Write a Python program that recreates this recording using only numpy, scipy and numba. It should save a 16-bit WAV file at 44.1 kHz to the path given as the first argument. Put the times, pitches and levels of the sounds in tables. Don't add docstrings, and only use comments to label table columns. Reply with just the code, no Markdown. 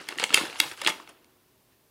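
import sys
import numpy as np
from scipy import signal
from scipy.fft import rfft, irfft
from scipy.io import wavfile
from numba import njit

SR = 44100
rng = np.random.default_rng(int(sys.argv[2]) if len(sys.argv) > 2 else 0)


def attenuation_scalar(level_db):
    decades = np.asarray(level_db, float) / 20
    return 10 ** decades


def wav_out(sig):
    wavfile.write(sys.argv[1], SR, np.round(np.clip(np.atleast_2d(sig).T, -1, 1) * 32767).astype(np.int16))


N = 83790


def over_hz(table, hz):
    rows = np.array(table, float)
    return np.interp(np.log(np.maximum(hz, 1)), np.log(rows[:, 0]), rows[:, 1])


def decay(t, t60):
    return np.exp(-np.log(1000) * t / t60)


def add(out, sound, start_s, peak_db):
    i = max(int(start_s * SR), 0)
    n = min(len(sound), N - i)
    out[i:i + n] += sound[:n] * attenuation_scalar(peak_db) / np.max(np.abs(sound))


# (frequency [Hz], density [dB per Hz])
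ROOM_TONE_SPECTRUM = [(15, -49), (25, -13), (70, -8.5), (103, -3), (232, -9.5), (259, -4), (339, -7),
                      (368, -3), (568, -13.5), (634, -8), (706, -14.5), (1010, -12.5), (1150, -15),
                      (1250, -17.5), (1980, -18), (4020, -20), (7510, -23.5), (15200, -19), (16500, -34.5)]
ROOM_TONE_RMS_DB = -65


def room_tone():
    colour = attenuation_scalar(over_hz(ROOM_TONE_SPECTRUM, np.fft.rfftfreq(N, 1 / SR)))
    noise = irfft(rfft(rng.standard_normal(N)) * colour, N)
    return noise * attenuation_scalar(ROOM_TONE_RMS_DB) / np.sqrt(np.mean(noise ** 2))


@njit
def grains(start, hz, size, cycles, n):
    out = np.zeros(n)
    for k in range(len(start)):
        turn = np.exp(2j * np.pi * hz[k] / SR - hz[k] / SR / cycles[k])
        state, first = size[k] + 0j, int(start[k])
        for j in range(first, min(n, first + int(6 * cycles[k] * SR / hz[k]))):
            out[j] += state.imag
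            state *= turn
    return out


# (time [s], rattle level [dB], tilt around 3 kHz [dB per octave])
HEAP_MOTION = [(0, -40, -0.6), (.03, -49, 0.8), (0.064, -50.5, 1.5), (0.098, -40, -1), (.145, -47, 1.6),
               (0.164, -51.5, -4), (0.199, -35.5, 6.3), (0.228, -30.5, -2.5), (.27, -54, 12),
               (0.298, -40.5, 1.4), (.33, -35.5, -3), (0.358, -26, 4.95), (0.383, -28, 2.3),
               (0.419, -34, 0.2), (0.498, -41.5, 0.1), (.55, -44.5, 0.7), (0.588, -38.5, 5.7),
               (0.628, -35.5, -2.3), (.7, -43.5, 4.2), (0.719, -38, 0.5), (.755, -56, 3), (0.779, -46, 1.3),
               (0.839, -39, 1.2), (.865, -33.5, 1.1), (.89, -24, 2.5), (.92, -47.5, -0.5), (1.0, -49, -1),
               (1.059, -58.5, -1.2), (1.1, -50.5, -2.1), (1.124, -63.5, -2.5), (1.25, -71, -4.7),
               (1.64, -84.5, 2), (1.73, -69, 0.3), (1.8, -89, 0.2)]
# (frequency [Hz], density [dB per Hz])
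RATTLE_SPECTRUM = [(88, -42), (150, -14.5), (348, -3), (649, -7), (1360, -3), (2450, -6), (2760, -3.5),
                   (5570, -13), (6140, -17), (8730, -18.5), (16000, -32)]
TICKS_PER_S, TICK_CYCLES, TICK_SPREAD_DB = 9000, 6, 14


def rattle():
    u = rng.random((int(TICKS_PER_S * N / SR), 4)).T
    time_s = u[0] * N / SR
    hz = 170 * (15500 / 170) ** u[1]
    cycles = TICK_CYCLES * (.5 + u[2]) * (hz / 3000) ** 0.13
    size = attenuation_scalar(over_hz(RATTLE_SPECTRUM, hz)) * hz / np.sqrt(cycles) * attenuation_scalar(TICK_SPREAD_DB * u[3])
    steady_rms = np.sqrt(np.mean(grains(time_s * SR, hz, size, cycles, N) ** 2))
    motion_s, level_db, tilt_db = np.array(HEAP_MOTION, float).T
    motion_db = np.interp(time_s, motion_s, level_db, right=-120)
    motion_db = motion_db + np.interp(time_s, motion_s, tilt_db) * np.log2(hz / 3000)
    return grains(time_s * SR, hz, size * attenuation_scalar(motion_db) / steady_rms, cycles, N)


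# (time [s], peak level [dB], pitch [Hz], ring t60 [s])
BED_LANDINGS = [(0.012, -41, 380, 0.078), (0.091, -43.0, 304, 0.04), (0.1239, -34.5, 383, 0.032),
                (0.1726, -34, 365, 0.04), (0.2, -28.5, 460, 0.026), (0.24, -47, 130, 0.08),
                (0.3048, -32.5, 287, 0.067), (0.3419, -24.5, 426, 0.05), (0.3731, -26, 384, 0.04),
                (0.381, -24.5, 533.0, 0.043), (0.4122, -23.5, 330, 0.024), (0.414, -38, 123, 0.08),
                (0.4354, -24.5, 332, 0.037), (0.45, -36, 333, 0.027), (0.48, -42.5, 110, 0.08),
                (0.4955, -41.8, 480, 0.04), (0.6004, -31, 323, 0.076), (0.6165, -38, 312.0, 0.058),
                (0.655, -42.5, 148, 0.14), (0.656, -40, 515, 0.047), (0.7193, -46, 372, 0.025),
                (0.718, -45, 109, 0.14), (0.8204, -33.5, 544, 0.058), (0.8632, -24, 355, 0.062),
                (0.873, -25.5, 441, 0.042), (0.895, -35.5, 195, 0.12), (0.9053, -35, 347, 0.065),
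                (1.0013, -51, 409.0, 0.03)]
PUSH_CYCLES = 0.3
UPPER_MODE_DB = -4


def thumps():
    out = np.zeros(N)
    t = np.arange(8192) / SR
    for time_s, peak_db, hz, t60 in BED_LANDINGS:
        lower = np.sin(2 * np.pi * hz * t) * decay(t, t60)
        upper = np.sin(2 * np.pi * 1.4 * hz * t) * decay(t, max(0.32 * t60, .002))
        push = np.hanning(int(PUSH_CYCLES * SR / hz) + 3)
        add(out, np.convolve(lower + attenuation_scalar(UPPER_MODE_DB) * upper, push), time_s, peak_db)
    return out


# (time [s], peak level [dB], own ring [Hz], brightness above the own ring [dB per octave], chatter length [ms])
PLASTIC_CONTACTS = [(0.0151, -37, 870, 15, 3), (0.088, -16.5, 1914, -2.5, 2.2),
                    (0.1248, -25, 1115, -7.5, 1.5), (0.1567, -36, 860, -5.0, 1.2),
                    (0.1705, -40, 900.0, -14.5, 0.85), (0.1785, -23, 9130, -9.0, 0.92),
                    (0.186, -13.5, 1993, -4, 0.22), (0.1984, -15, 2210, -6.5, 0.23),
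                    (0.2039, -23.5, 1220, -6, 0.3), (0.2204, -27, 3900, -11, 2.5),
                    (0.2292, -19, 1230, -6.5, 0.76), (0.2398, -4, 2750.0, -3, 0.78),
                    (0.247, -21.5, 3080, -6, 0.98), (0.2934, -26.1, 3230, -7.5, 2.3),
                    (0.3054, -18.4, 1319, -6.5, 0.4), (0.3272, -26, 2730, -4, 2),
                    (0.3377, -15, 3280, -5.5, 4.16), (0.3434, 3.5, 3126, -1.5, 2.8),
                    (0.3747, -8.5, 1410.0, -7, 0.55), (0.3807, -14.5, 2713.0, -5.5, 2.7),
                    (0.3843, -15, 2668, -7.5, 0.3), (0.4118, -21.5, 1080, -14, 2.5),
                    (0.4287, -23.5, 2870, -6.5, 0.3), (0.4534, -22.5, 1540, -5.0, 1.9),
                    (0.4606, -31, 2896.0, -0.5, 0.44), (0.499, -29, 2420, -7.5, 0.9),
                    (0.5278, -28.5, 824.0, -8.5, 0.37), (0.5582, -27, 980, -7, 0.63),
                    (0.6013, 0.5, 3800.0, -3.5, 2.2), (0.613, -22.5, 3660, -5.0, 1.9),
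                    (0.632, -30, 2480, -7, 0.3), (0.6399, -29, 810, -11.5, 3.8),
                    (0.6653, -31, 1840, -6, 1.3), (0.7145, -24, 2550, -6.5, 0.87),
                    (0.7759, -33, 2220, 0, 0.28), (0.8165, -20.5, 1190, -2.0, 3.2),
                    (0.8481, -18.5, 3080, -3.5, 2.3), (0.8641, -7.5, 3320, -14, 0.86),
                    (0.871, -18.5, 2790, -5, 1.1), (0.874, -5, 2634, -1, 0.4),
                    (0.8762, -10.5, 2980, -1, 1.3), (0.8822, -13.5, 1280, -8.5, 0.9),
                    (0.8864, -34, 3250, -14, 5.3), (0.895, -15.5, 2600, 1, 3.8),
                    (0.901, -19.8, 2680, -3.5, 3.4), (0.9222, -27, 1320, -5.0, 3.5),
                    (0.9999, -32.5, 1080, -17, 1.6), (1.0304, -57, 3300.0, 3, 3.9),
                    (1.0753, -36, 1276.0, -7, 1.66), (1.092, -37, 2730, 15, 7.4),
                    (1.245, -44.5, 2870, 2, 0.65)]
# (frequency [Hz], level [dB], t60 [s])
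MOULDED_MODES = [(900, -10, 0.02), (1403, -12, .016), (1800, -10, .01), (2178, -3.5, .012),
                 (2750, -1, .012), (3353, -5, 0.0087), (3800, -8, 0.0033), (4280, -7, .01),
                 (4804, -11.5, .008), (5020, -11.5, .008), (5800, -14.5, .006), (6847, -15.5, .005),
                 (8000, -12.5, .004), (9720, -11, 0.00399)]
OWN_RING_DB, OWN_T60_S = -1.5, 0.013
BELOW_DB_PER_OCT = 3
SIZE_SPREAD, STRIKE_SPREAD_DB = 0.014, 3.5
CHATTER_LEAD_MS, CHATTER_RISE_MS = .7, 0.67
CRACK_DB, CRACK_HZ = 5, 9004
CRACK_FALL_MS, CRACK_SHARE = 0.54, 0.5


def clacks():
    out = np.zeros(N)
    t = np.arange(1500) / SR
    mode_hz, mode_db, mode_t60 = np.array(MOULDED_MODES, float).T
    t60 = np.append(mode_t60, OWN_T60_S)
    rise = np.clip(t * 1000 / CHATTER_RISE_MS, 0, 1)
    for time_s, peak_db, own_hz, tilt_db, chatter_ms in PLASTIC_CONTACTS:
        def colour(f):
            slope = np.where(f > own_hz, tilt_db, BELOW_DB_PER_OCT)
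            return attenuation_scalar(slope * np.log2(f / own_hz))

        struck_hz = mode_hz * (1 + SIZE_SPREAD * rng.standard_normal(len(mode_hz)))
        strike_db = STRIKE_SPREAD_DB * rng.standard_normal(len(mode_hz))
        gain = attenuation_scalar(mode_db + strike_db) * colour(struck_hz)
        own_gain = attenuation_scalar(OWN_RING_DB) * gain.max()
        gain[np.argmin(np.abs(np.log(mode_hz / own_hz)))] = 0
        hz, gain = np.append(struck_hz, own_hz), np.append(gain, own_gain)

        phase = rng.standard_normal((len(hz), 1))
        waves = np.sin(2 * np.pi * (hz[:, None] * t + phase))
        after_chatter = np.maximum(t - (chatter_ms + CHATTER_RISE_MS) / 1000, 0)
        body = np.sum(gain[:, None] * waves * decay(after_chatter, t60[:, None]), axis=0)

        noise = rng.standard_normal(len(t) + 2)
        crack = noise[2:] - noise[:-2]
        crack = crack * np.exp(-t * 1000 / (CRACK_FALL_MS + CRACK_SHARE * chatter_ms))
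        crack = crack * attenuation_scalar(CRACK_DB) * colour(CRACK_HZ)
        add(out, rise * (body + crack), time_s - CHATTER_LEAD_MS / 1000, peak_db)
    return out


# (frequency [Hz], t60 [s])
BEDROOM_T60 = [(150, 0.34), (500, 0.39), (1500, 0.18), (4000, 0.24), (9000, 0.3), (15000, 0.54)]
ECHO_DB, ECHO_GAP_S, ECHO_BUILD_S = -11.5, 0.0027, .008
BEDDING_DB_PER_OCT = -1


def bedroom(x):
    t = np.arange(SR // 2) / SR
    f = np.fft.rfftfreq(len(t), 1 / SR)
    tail = np.zeros(len(t))
    for hz in 100 * 2 ** np.arange(0, 7.6, .5):
        octaves_off = np.abs(np.log2(np.maximum(f, 1) / hz))
        share = np.clip(1 - octaves_off / .5, 0, 1) ** .5
        band = irfft(rfft(rng.standard_normal(len(t))) * share, len(t))
        soaked = attenuation_scalar(BEDDING_DB_PER_OCT * max(np.log2(hz / 3000), 0))
        tail += soaked * band * decay(t, over_hz(BEDROOM_T60, hz))
    tail *= np.clip((t - ECHO_GAP_S) / ECHO_BUILD_S, 0, 1)
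    tail *= attenuation_scalar(ECHO_DB) / np.sqrt(np.sum(tail ** 2))
    return signal.fftconvolve(x, tail)[:N]


def scene():
    toys = rattle() + thumps() + clacks()
    return (toys + bedroom(toys))[None]


MIC_DULL_HZ, MIC_DULL_DB = 11080, -12.5
MIC_CEILING = .74
MIC_LOW_HZ, MIC_TOP_HZ = 168.4, 15750


def phone_microphone(dry):
    low = signal.sosfiltfilt(signal.butter(6, MIC_DULL_HZ, fs=SR, output="sos"), dry)
    x = low + attenuation_scalar(MIC_DULL_DB) * (dry - low)
    x = x / (1 + np.abs(x / MIC_CEILING) ** 4) ** .25
    x = signal.sosfilt(signal.butter(2, MIC_LOW_HZ, "high", fs=SR, output="sos"), x)
    x = x + room_tone()
    return signal.sosfilt(signal.ellip(8, .2, 60, MIC_TOP_HZ, fs=SR, output="sos"), x)


def roll_off(x):
    return signal.sosfilt(signal.butter(12, 16990, fs=SR, output="sos"), x)


def record(dry):
    mix = phone_microphone(dry)
    return roll_off(mix)


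dry = scene()
out = record(dry)
wav_out(out)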